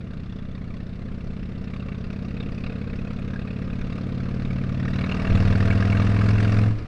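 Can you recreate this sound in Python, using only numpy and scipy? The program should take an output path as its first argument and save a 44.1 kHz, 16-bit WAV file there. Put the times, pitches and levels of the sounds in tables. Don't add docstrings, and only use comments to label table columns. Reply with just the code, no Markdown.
import sys
import numpy as np
from scipy import signal
from scipy.io import wavfile

SR = 44100
rng = np.random.default_rng(int(sys.argv[2]) if len(sys.argv) > 2 else 0)


def transcribe(signal):
    frames = np.atleast_2d(signal).T
    limited = np.clip(frames, -1, 1)
    pcm = np.round(limited * 32767).astype(np.int16)
    wavfile.write(sys.argv[1], SR, pcm)


N = 302967

# [pitch_hz, density_db_per_hz]
WIND_COLOUR = [(11, -8), (18, -5), (28, -10), (44, -12.5), (62, -16), (85, -27), (130, -19.5), (250, -24),
               (340, -28), (500, -41.5), (1200, -63.5), (4000, -62), (9000, -79), (14000, -88)]
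# [start_s, level_db, pitch_hz, t60_s, push +1 or pull -1]
BUMP_RINGS = [(5.272, -14, 15, .2, -1), (5.311, -8, 22, .08, 1), (5.335, -9, 75, .09, -1),
              (5.345, -16, 180, .09, -1), (5.48, -14, 145, .1, 1)]
# [time_s, four_stroke_cycles_per_s]
CRANK_SPEED = [(0.0, 15.687), (0.22, 15.752), (0.44, 15.795), (0.66, 15.836), (0.88, 15.883), (1.1, 15.97),
               (1.32, 16.094), (1.54, 16.199), (1.76, 16.303), (1.98, 16.445), (2.2, 16.606),
               (2.42, 16.834), (2.64, 16.994), (2.86, 17.137), (3.08, 17.284), (3.3, 17.442),
               (3.52, 17.669), (3.74, 17.862), (3.96, 17.974), (4.18, 18.114), (4.4, 18.322),
               (4.62, 18.532), (4.84, 18.77), (5.06, 19.065), (5.28, 19.413), (5.5, 19.786), (5.72, 20.196),
               (5.94, 20.566), (6.16, 20.884), (6.38, 21.228), (6.72, 21.624), (6.87, 21.3)]
# [time_s, level_db]
HISS_LEVEL = [(0, -50.5), (1.0, -49.5), (1.5, -48.5), (2.5, -46.5), (3.5, -46), (4.0, -44.5), (4.75, -44),
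              (5.0, -40.5), (5.4, -37), (6.55, -37.5), (6.66, -39.5), (6.74, -44.5), (6.87, -43.5)]
# [opens_s, opening_time_s, shuts_s, shutting_time_s]
THROTTLE_MOVE = (4.84, 0.39, 6.66, 0.24)
ROCKING_DB = [-24.5, -11, -20]
TONE_ORDERS = np.array([10, 13, 14, 16, 20, 21, 23, 24, 26, 27, 28, 31, 33, 35])
# [pitch_hz, half_width_hz, peak_db, wide_open_gain_db]
TONE_RESONANCES = [(202.4, 29, -44.5, 10.5), (226, 88, -46.5, -8.5), (295, 41, -43, 7),
                   (303, 34, -47.5, 1.5), (409, 29, -60, 16.5), (402, 40, -59.5, 10), (451, 37, -52.5, 7),
                   (490, 32, -58.5, 12.5), (483, 70, -52.5, 5), (455, 16, -55, 1), (491, 51, -49, -5),
                   (660, 44, -61, 6), (680, 67, -59, 13), (691, 37, -62, 13.5)]
# [pitch_hz, t60_s, level_db over the hiss, centre_s, half_width_s]
PING_MODES = [(2694, 0.032, -12.5, 2.56, 2.2), (2533, 0.032, -7, 2.7, 1.4), (4720, .02, -17.5, 2.37, 0.7),
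              (3680, 0.034, -20, 1.77, 0.72), (3960, .03, -8, 4.98, 0.11), (1860, 0.02, -7, 4.85, 0.27),
              (2080, 0.03, -11, 4.98, 0.081), (1620, .04, -1, 3.35, 0.092), (2780, .03, -11, 0.16, 0.24),
              (3450, 0.017, -12.5, .4, 0.39), (1160, 0.025, -6, 1.78, .15)]
# [pitch_hz, level_db, t60_s, slope_db per dB of hiss]
METAL_MODES = [(1218, -1, 0.028, 0.5), (1420, -5, .02, 0.77), (1620, -1.5, 0.015, 1.46),
               (1860, -7.5, .015, 1.7), (2260, -0.5, 0.023, 0.37), (2520, -2.5, 0.015, 0.72),
               (2720, 0, 0.015, 0.56), (3260, -14, 0.017, -0.7), (3460, -10, 0.03, -0.24),
               (3680, -5.5, 0.022, -0.33), (3910, -11, 0.024, -.4), (4210, -10.5, 0.027, 0),
               (4800, -14, 0.012, -0.03)]
# [time_s, extra_db, pitch_hz]
SET_CRACKS = [(.133, 5, 2720), (.196, 2, 2720), (.323, 2, 3460), (.386, -1.5, 3460), (.549, 2.5, 3680),
              (.576, -2, 2720), (.99, -3.5, 1218), (1.365, 2, 3460), (1.735, 6, 2260), (1.762, 4, 1218),
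              (1.796, 2.5, 2720), (1.884, 5, 2520), (1.918, 2.5, 4800), (2.04, 3.5, 2720), (2.101, 3, 2720),
              (2.367, 0.5, 2520), (2.401, 7, 3680), (2.427, 2, 2520), (2.637, 8, 4800), (2.663, 7, 2720),
              (2.696, 4, 2520), (2.722, 3.5, 2520), (3.187, 4, 2520), (3.334, 4.5, 1620),
              (3.391, 1.5, 1620), (3.81, 4, 3680), (3.866, 2.5, 1218), (3.922, 2, 2720), (3.978, 2, 1218),
              (4.504, 3, 2260), (4.796, 2.5, 1860), (4.88, 4.5, 1860), (4.933, 3, 3680), (4.985, 3, 2260),
              (5.038, 3.5, 1218), (5.091, 1, 1218), (5.113, 5, 2720), (5.247, 1.5, 1420),
              (5.269, 2.5, 2720), (5.423, 1, 1420), (5.524, 2.5, 1860), (5.603, 2.5, 1860),
              (5.702, 2.5, 2260), (5.822, -0.5, 1620), (5.92, -0.5, 2260), (5.969, 2, 1860),
              (5.996, 2.5, 1218), (6.209, 2.5, 1218), (6.284, 4.5, 1420), (6.425, 2.5, 1860),
              (6.519, 3, 1218)]
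# [centre_s, half_width_s, gain_db]
CLATTER_SURGES = [(2.7, 2.7, 2.5), (5.05, 0.55, 4.5), (6.0, 1.1, 5)]
# [pitch_hz, density_db_per_hz]
HISS_COLOUR = [(190, -36), (330, -7), (450, -3), (600, -4.5), (680, -9.5), (818, -19), (1210, -10.5),
               (1400, -12), (2690, -18.5), (3040, -24.5), (4940, -25.5), (7000, -38.5), (9240, -44),
               (12000, -57), (13900, -69)]
# [pitch_hz, level_db over the bursts]
RUSH_COLOUR = [(300, 7), (650, 3), (1000, 2), (3000, 2), (6000, -4), (12000, -0.5)]
# [pitch_hz, t60_s, front_strength, rear_strength]
PIPE_MODES = [(76.5, 0.18, -0.5, -1.34), (112.4, 0.065, 2, -1.5), (132.3, 0.069, 0.1, 3.5),
              (159.3, 0.093, 0.82, -2.04), (184.4, 0.056, 4, 3), (204, 0.027, -1.37, 1.58),
              (234.7, 0.047, -0.15, 1.49), (260.4, 0.037, -2.5, -2.5), (296.6, 0.03, 0.54, 1.34)]
# [pitch_hz, t60_s, front_strength, rear_strength]
GROWL_MODES = [(347, 0.067, 0.15, 0.54), (391, .08, 0.091, 0.059), (424.5, .12, -1.2, 0.57),
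               (478.4, 0.098, 1.08, 0.25), (511, .08, -0.37, -0.47), (547, 0.095, -0.93, -0.33),
               (583.4, 0.13, 0.3, -0.36), (673, 0.067, -0.95, 1.35)]
# [pitch_hz, t60_s, rest_coupling_db,
# start_s, start_time_s, stop_s, stop_time_s, start_coupling_db, change_db_per_s]
PANEL_MODES = [(108.14, 0.53, -36.5, 5.2, 0.099, 6.72, 0.24, 14, -8.5),
               (128, 0.33, -36, 3.94, 0.088, 5.0, 0.065, -16.5, 14.5)]

WIND_START_DB, WIND_RISE_DB_PER_S = -37.5, 1.02
GUST_S, GUST_RISE_S, GUST_DB, GUST_FALL_S, GUST_LEFT_DB = 5.15, 0.2, 8.5, 0.48, 1

FIRST_CYCLE = -.646
REAR_AFTER = (360 - 45) / 720
JITTER_S = .00006
SHUT_S, SHUT_DB = 6.72, -15.5

WIDE_OPEN_SHAKE_DB = 8
TONE_WAVER_DB, WIDE_OPEN_FLUTTER_DB = 1.2, 1.8

PING_SPREAD_DB = 4.5
CLATTER_OVER_HISS_DB, WIDE_OPEN_CLATTER_DB = -7, -1.5
STRIKES, STRIKE_S, STRIKE_SPREAD_DB = 4, .009, 9
FIRST_STRIKE_LATE_S, FIRST_STRIKE_DB, FIRST_STRIKE_SPREAD_DB = 0.00247, 4.5, 4
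BLUNT_T60_S = 0.0045
CRACK_MODE_DB = 8

BURST_LATE_S = .003
LOW_RISE_S, BURST_RISE_S, TREBLE_RISE_S = .0025, 0.0011, 0.0022
BURST_FALL_S, UPPER_FALL_S = 0.0067, 0.0065
LOW_COLOUR_DB, BURST_COLOUR_DB, TREBLE_COLOUR_DB = 2, 6.5, 4.5
BURST_SPREAD_DB = 1.57
JET_CRACK_SHARE = .75
LOW_HISS_DB, WIDE_OPEN_LOW_HISS_DB = -2, -6
WIDE_OPEN_MID_HISS_DB = 2.5
WIDE_OPEN_RUSH_DB = 2
BRIGHT_DB, BRIGHT_STEP_S, BRIGHT_STEP_DB, BRIGHT_CLIMB_DB_PER_S = -4.5, 4.87, 2.5, 1.8
POP_S, POP_DB = 6.783, -4

PULSE_LEAD_S, PULSE_SOFT_HZ = 0.002484, 503
PULSE_SPREAD_DB, RING_SPREAD = .4, .06
PULSE_OVER_HISS_DB, WIDE_OPEN_PULSE_DB = 14.5, -4.5
PULSE_FADE_S, PULSE_FADE_DB_PER_S = 6.69, 248
GROWL_OVER_HISS_DB, WIDE_OPEN_GROWL_DB = 5.5, 2.5
BOOM_WAVER_DB = .7
DAMP_S, DAMP_DB_PER_S = 6.74, 52

MIC_LOW_HZ, CUTOFF_HZ, FADE_S = 4, 14050, .003


def from_db(db):
    return 10 ** (np.asarray(db) / 20)


def rms_one(x):
    return x / np.sqrt(np.mean(x ** 2) + 1e-20)


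def in_time(rows):
    time_s, *columns = np.transpose(rows)
    return [np.interp(np.arange(N) / SR, time_s, column) for column in columns]


def at_times(curve, times):
    return np.interp(times * SR, np.arange(N), curve)


def at_hz(points, hz):
    return np.interp(np.log(hz), np.log(np.array(points)[:, 0]), np.array(points)[:, 1])


def ramp(start, seconds):
    return np.clip((np.arange(N) / SR - start) / seconds, 0, 1)


def since(start):
    return np.maximum(np.arange(N) / SR - start, 0)


def swell(centre, half):
    return np.clip(1 - abs(np.arange(N) / SR - centre) / half, 0, 1)


def clicks(times, sizes):
    return np.bincount((np.asarray(times) * SR).astype(int), sizes, N)[:N] + 1e-18


def ring(x, hz, t60):
    r = from_db(-60 / (t60 * SR))
    w = 2 * np.pi * hz / SR
    return signal.lfilter([0, np.sin(w)], [1, -2 * r * np.cos(w), r * r], x)


def lag(x, seconds):
    r = np.exp(-1 / (seconds * SR))
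    return signal.lfilter([1 - r], [1, -r], x)


def drift(rate_hz):
    tau = 1 / (2 * np.pi * rate_hz)
    return rms_one(lag(lag(rng.standard_normal(N + SR), tau), tau)[SR:])


def noise_bands(spectrum, low_hz, high_hz, count):
    edges = np.geomspace(low_hz, high_hz, count + 1)
    white = rng.standard_normal((2, N))
    for k, (low, high) in enumerate(zip(edges, edges[1:])):
        band_pass = signal.butter(2, [low, high], "band", fs=SR, output="sos")
        centre = np.sqrt(low * high)
        yield centre, from_db(at_hz(spectrum, centre)) * signal.sosfilt(band_pass, white[k % 2])


def wind():
    gust = drift(1.5)
    level_db = WIND_START_DB + WIND_RISE_DB_PER_S * since(0)
    level_db = level_db + GUST_DB * ramp(GUST_S, GUST_RISE_S)
    level_db = level_db - (GUST_DB - GUST_LEFT_DB) * ramp(GUST_S + GUST_RISE_S, GUST_FALL_S)
    bands = noise_bands(WIND_COLOUR, 12.06, 14620, count=24)
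    turbulence = sum(band * from_db(.7 * gust + drift(6)) for _, band in bands)
    return from_db(level_db) * rms_one(turbulence)


def bump():
    swing = sum(ring(clicks([start], [way * from_db(db)]), hz, t60) for start, db, hz, t60, way in BUMP_RINGS)
    return lag(swing, .002)


def throttle():
    opens, rise, shuts, fall = THROTTLE_MOVE
    return ramp(opens, rise) - ramp(shuts, fall)


def crank():
    return FIRST_CYCLE + np.cumsum(in_time(CRANK_SPEED)[0]) / SR


def firings():
    cycles = crank()
    angles = (np.arange(-1, int(cycles[-1]))[:, None] + [0, REAR_AFTER]).ravel()
    times = np.interp(angles, cycles, np.arange(N) / SR)
    times = times + JITTER_S * rng.standard_normal(len(times))
    return np.maximum(times, PULSE_LEAD_S), angles > FIRST_CYCLE


def sharpness(times):
    crack_db = BURST_SPREAD_DB * rng.standard_normal(len(times))
    favoured = np.full(len(times), -1)
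    for time_s, extra_db, hz in SET_CRACKS:
        nearest = np.argmin(abs(times - time_s))
        crack_db[nearest] = extra_db
        favoured[nearest] = np.argmin(abs(np.array(METAL_MODES)[:, 0] - hz))
    return crack_db + SHUT_DB * (times > SHUT_S), favoured


def shake(pulse_db):
    waves = sum(from_db(db) * np.sin(2 * np.pi * (k + 1) * crank()) for k, db in enumerate(ROCKING_DB))
    return from_db(pulse_db + WIDE_OPEN_SHAKE_DB * throttle()) * waves


def tones():
    speed = in_time(CRANK_SPEED)[0]
    out = 0
    for order, (hz, width, peak_db, open_db) in zip(TONE_ORDERS, TONE_RESONANCES):
        level_db = peak_db + open_db * throttle() + TONE_WAVER_DB * drift(3.6)
        level_db = level_db + WIDE_OPEN_FLUTTER_DB * (order > 16) * throttle() * drift(12.0)
        resonance = 1 / (1 + ((order * speed - hz) / width) ** 2) ** 2
        out = out + from_db(level_db) * resonance * np.sin(2 * np.pi * order * crank())
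    return out * (1 - ramp(*THROTTLE_MOVE[2:]))


def ping(times, sizes):
    out = 0
    for hz, t60, db, centre, half in PING_MODES:
        own = sizes * from_db(PING_SPREAD_DB * rng.standard_normal(len(times)))
        rung = ring(ring(clicks(times, own), hz, t60), hz, t60 / 4)
        out = out + from_db(db) * swell(centre, half) * rms_one(rung)
    return out


def clatter(times, sizes, favoured, hiss_db):
    shape = (len(times), STRIKES)
    load_db = at_times(hiss_db - np.mean(hiss_db), times)
    first = np.arange(STRIKES) == 0
    late_s = np.where(first, FIRST_STRIKE_LATE_S, STRIKE_S)
    spread = np.where(first, FIRST_STRIKE_SPREAD_DB, STRIKE_SPREAD_DB)
    out = 0
    for k, (hz, level_db, t60, slope) in enumerate(METAL_MODES):
        knocks = (times[:, None] + late_s * rng.random(shape)).ravel()
        knock_db = spread * np.clip(rng.standard_normal(shape), -2, 1.8) + FIRST_STRIKE_DB * first
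        mode_db = level_db + slope * load_db + CRACK_MODE_DB * (favoured == k)
        own = (sizes * from_db(mode_db))[:, None] * from_db(knock_db)
        signs = rng.choice([-1, 1], shape)
        struck = ring(clicks(knocks, (own * signs).ravel()), hz, t60)
        out = out + ring(struck, hz, BLUNT_T60_S)
    return rms_one(out)


def brightness():
    opened = ramp(BRIGHT_STEP_S, .012) - ramp(*THROTTLE_MOVE[2:])
    return BRIGHT_DB + opened * (BRIGHT_STEP_DB + BRIGHT_CLIMB_DB_PER_S * since(BRIGHT_STEP_S))


def hiss(times, sizes):
    bright_db = brightness()
    low_db = LOW_HISS_DB + WIDE_OPEN_LOW_HISS_DB * throttle()
    mid_db = WIDE_OPEN_MID_HISS_DB * throttle()
    rush_db = WIDE_OPEN_RUSH_DB * throttle()
    out = 0
    for hz, band in noise_bands(HISS_COLOUR, 340.7, 14680, count=34):
        rise = TREBLE_RISE_S if hz > 6000 else LOW_RISE_S if hz < 1500 else BURST_RISE_S
        fall = UPPER_FALL_S if hz > 2000 else BURST_FALL_S
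        colour_db = TREBLE_COLOUR_DB if hz > 6000 else LOW_COLOUR_DB if hz < 800 else BURST_COLOUR_DB
        chance_db = colour_db * np.clip(rng.standard_normal(len(times)), -2, 1.6)
        own = sizes ** JET_CRACK_SHARE * from_db(chance_db)
        starts = times + BURST_LATE_S * rng.random(len(times))
        bursts = rms_one(lag(lag(clicks(starts, own), fall), rise))
        tilt_db = bright_db * np.clip(np.log2(hz / 4000), 0, 1.2)
        band = band * from_db(tilt_db + low_db * (hz < 600) + mid_db * (700 < hz < 1150))
        out = out + band * rms_one(bursts + from_db(at_hz(RUSH_COLOUR, hz) + rush_db))
    return rms_one(out)


def pipes(modes, times, sizes):
    vary = 1 + RING_SPREAD * rng.standard_normal((len(times), len(modes)))
    out = 0
    for (hz, t60, front, rear), own in zip(modes, vary.T):
        strengths = np.resize([front, rear], len(times))
        out = out + ring(clicks(times, sizes * own * strengths), hz, t60)
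    return out


def panels(times, sizes):
    out = 0
    for hz, t60, rest_db, starts, rise, stops, fall, start_db, slope in PANEL_MODES:
        share = ramp(starts, rise) - ramp(stops, fall)
        coupling_db = rest_db + share * (start_db + slope * since(starts) - rest_db)
        boom = ring(clicks(times, sizes) * from_db(coupling_db), hz, t60)
        out = out + boom * from_db(BOOM_WAVER_DB * drift(9.0) - DAMP_DB_PER_S * since(DAMP_S))
    return out


def exhaust(times, fired, pulse_db, growl_db):
    burn = fired * from_db(PULSE_SPREAD_DB * rng.standard_normal(len(times)))
    pulses = burn * from_db(at_times(pulse_db, times))
    early = times - PULSE_LEAD_S
    growl = burn * from_db(at_times(growl_db, early))
    out = pipes(PIPE_MODES, early, pulses) + pipes(GROWL_MODES, early, growl) + panels(early, pulses)
    tau = 1 / (2 * np.pi * PULSE_SOFT_HZ)
    muffler = signal.butter(2, 1500, fs=SR)
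    return signal.lfilter(*muffler, lag(lag(out, tau), tau))


def scene():
    hiss_db = in_time(HISS_LEVEL)[0]
    burn_fade_db = PULSE_FADE_DB_PER_S * since(PULSE_FADE_S)
    pulse_db = np.maximum.accumulate(hiss_db) + PULSE_OVER_HISS_DB
    pulse_db = pulse_db + WIDE_OPEN_PULSE_DB * ramp(*THROTTLE_MOVE[:2]) - burn_fade_db
    growl_db = hiss_db + GROWL_OVER_HISS_DB + WIDE_OPEN_GROWL_DB * throttle() - burn_fade_db
    clatter_db = hiss_db + CLATTER_OVER_HISS_DB + WIDE_OPEN_CLATTER_DB * throttle()
    clatter_db = clatter_db + sum(db * swell(centre, half) for centre, half, db in CLATTER_SURGES)

    times, fired = firings()
    crack_db, favoured = sharpness(times)
    cracks = fired * from_db(crack_db)
    jet = hiss(np.append(times, POP_S), np.append(cracks, from_db(POP_DB)))
    gas = from_db(hiss_db) * (jet + ping(times, cracks))
    metal = from_db(clatter_db) * clatter(times, cracks, favoured, hiss_db)
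    engine = shake(pulse_db) + tones() + metal + gas + exhaust(times, fired, pulse_db, growl_db)
    return (wind() + bump() + engine)[None]


def record(dry):
    dry = signal.lfilter(*signal.butter(1, MIC_LOW_HZ, "high", fs=SR), dry)
    top_cut = signal.cheby2(12, 70, CUTOFF_HZ, fs=SR, output="sos")
    return signal.sosfilt(top_cut, dry) * (1 - ramp(N / SR - FADE_S, FADE_S))


dry = scene()
out = record(dry)
transcribe(out)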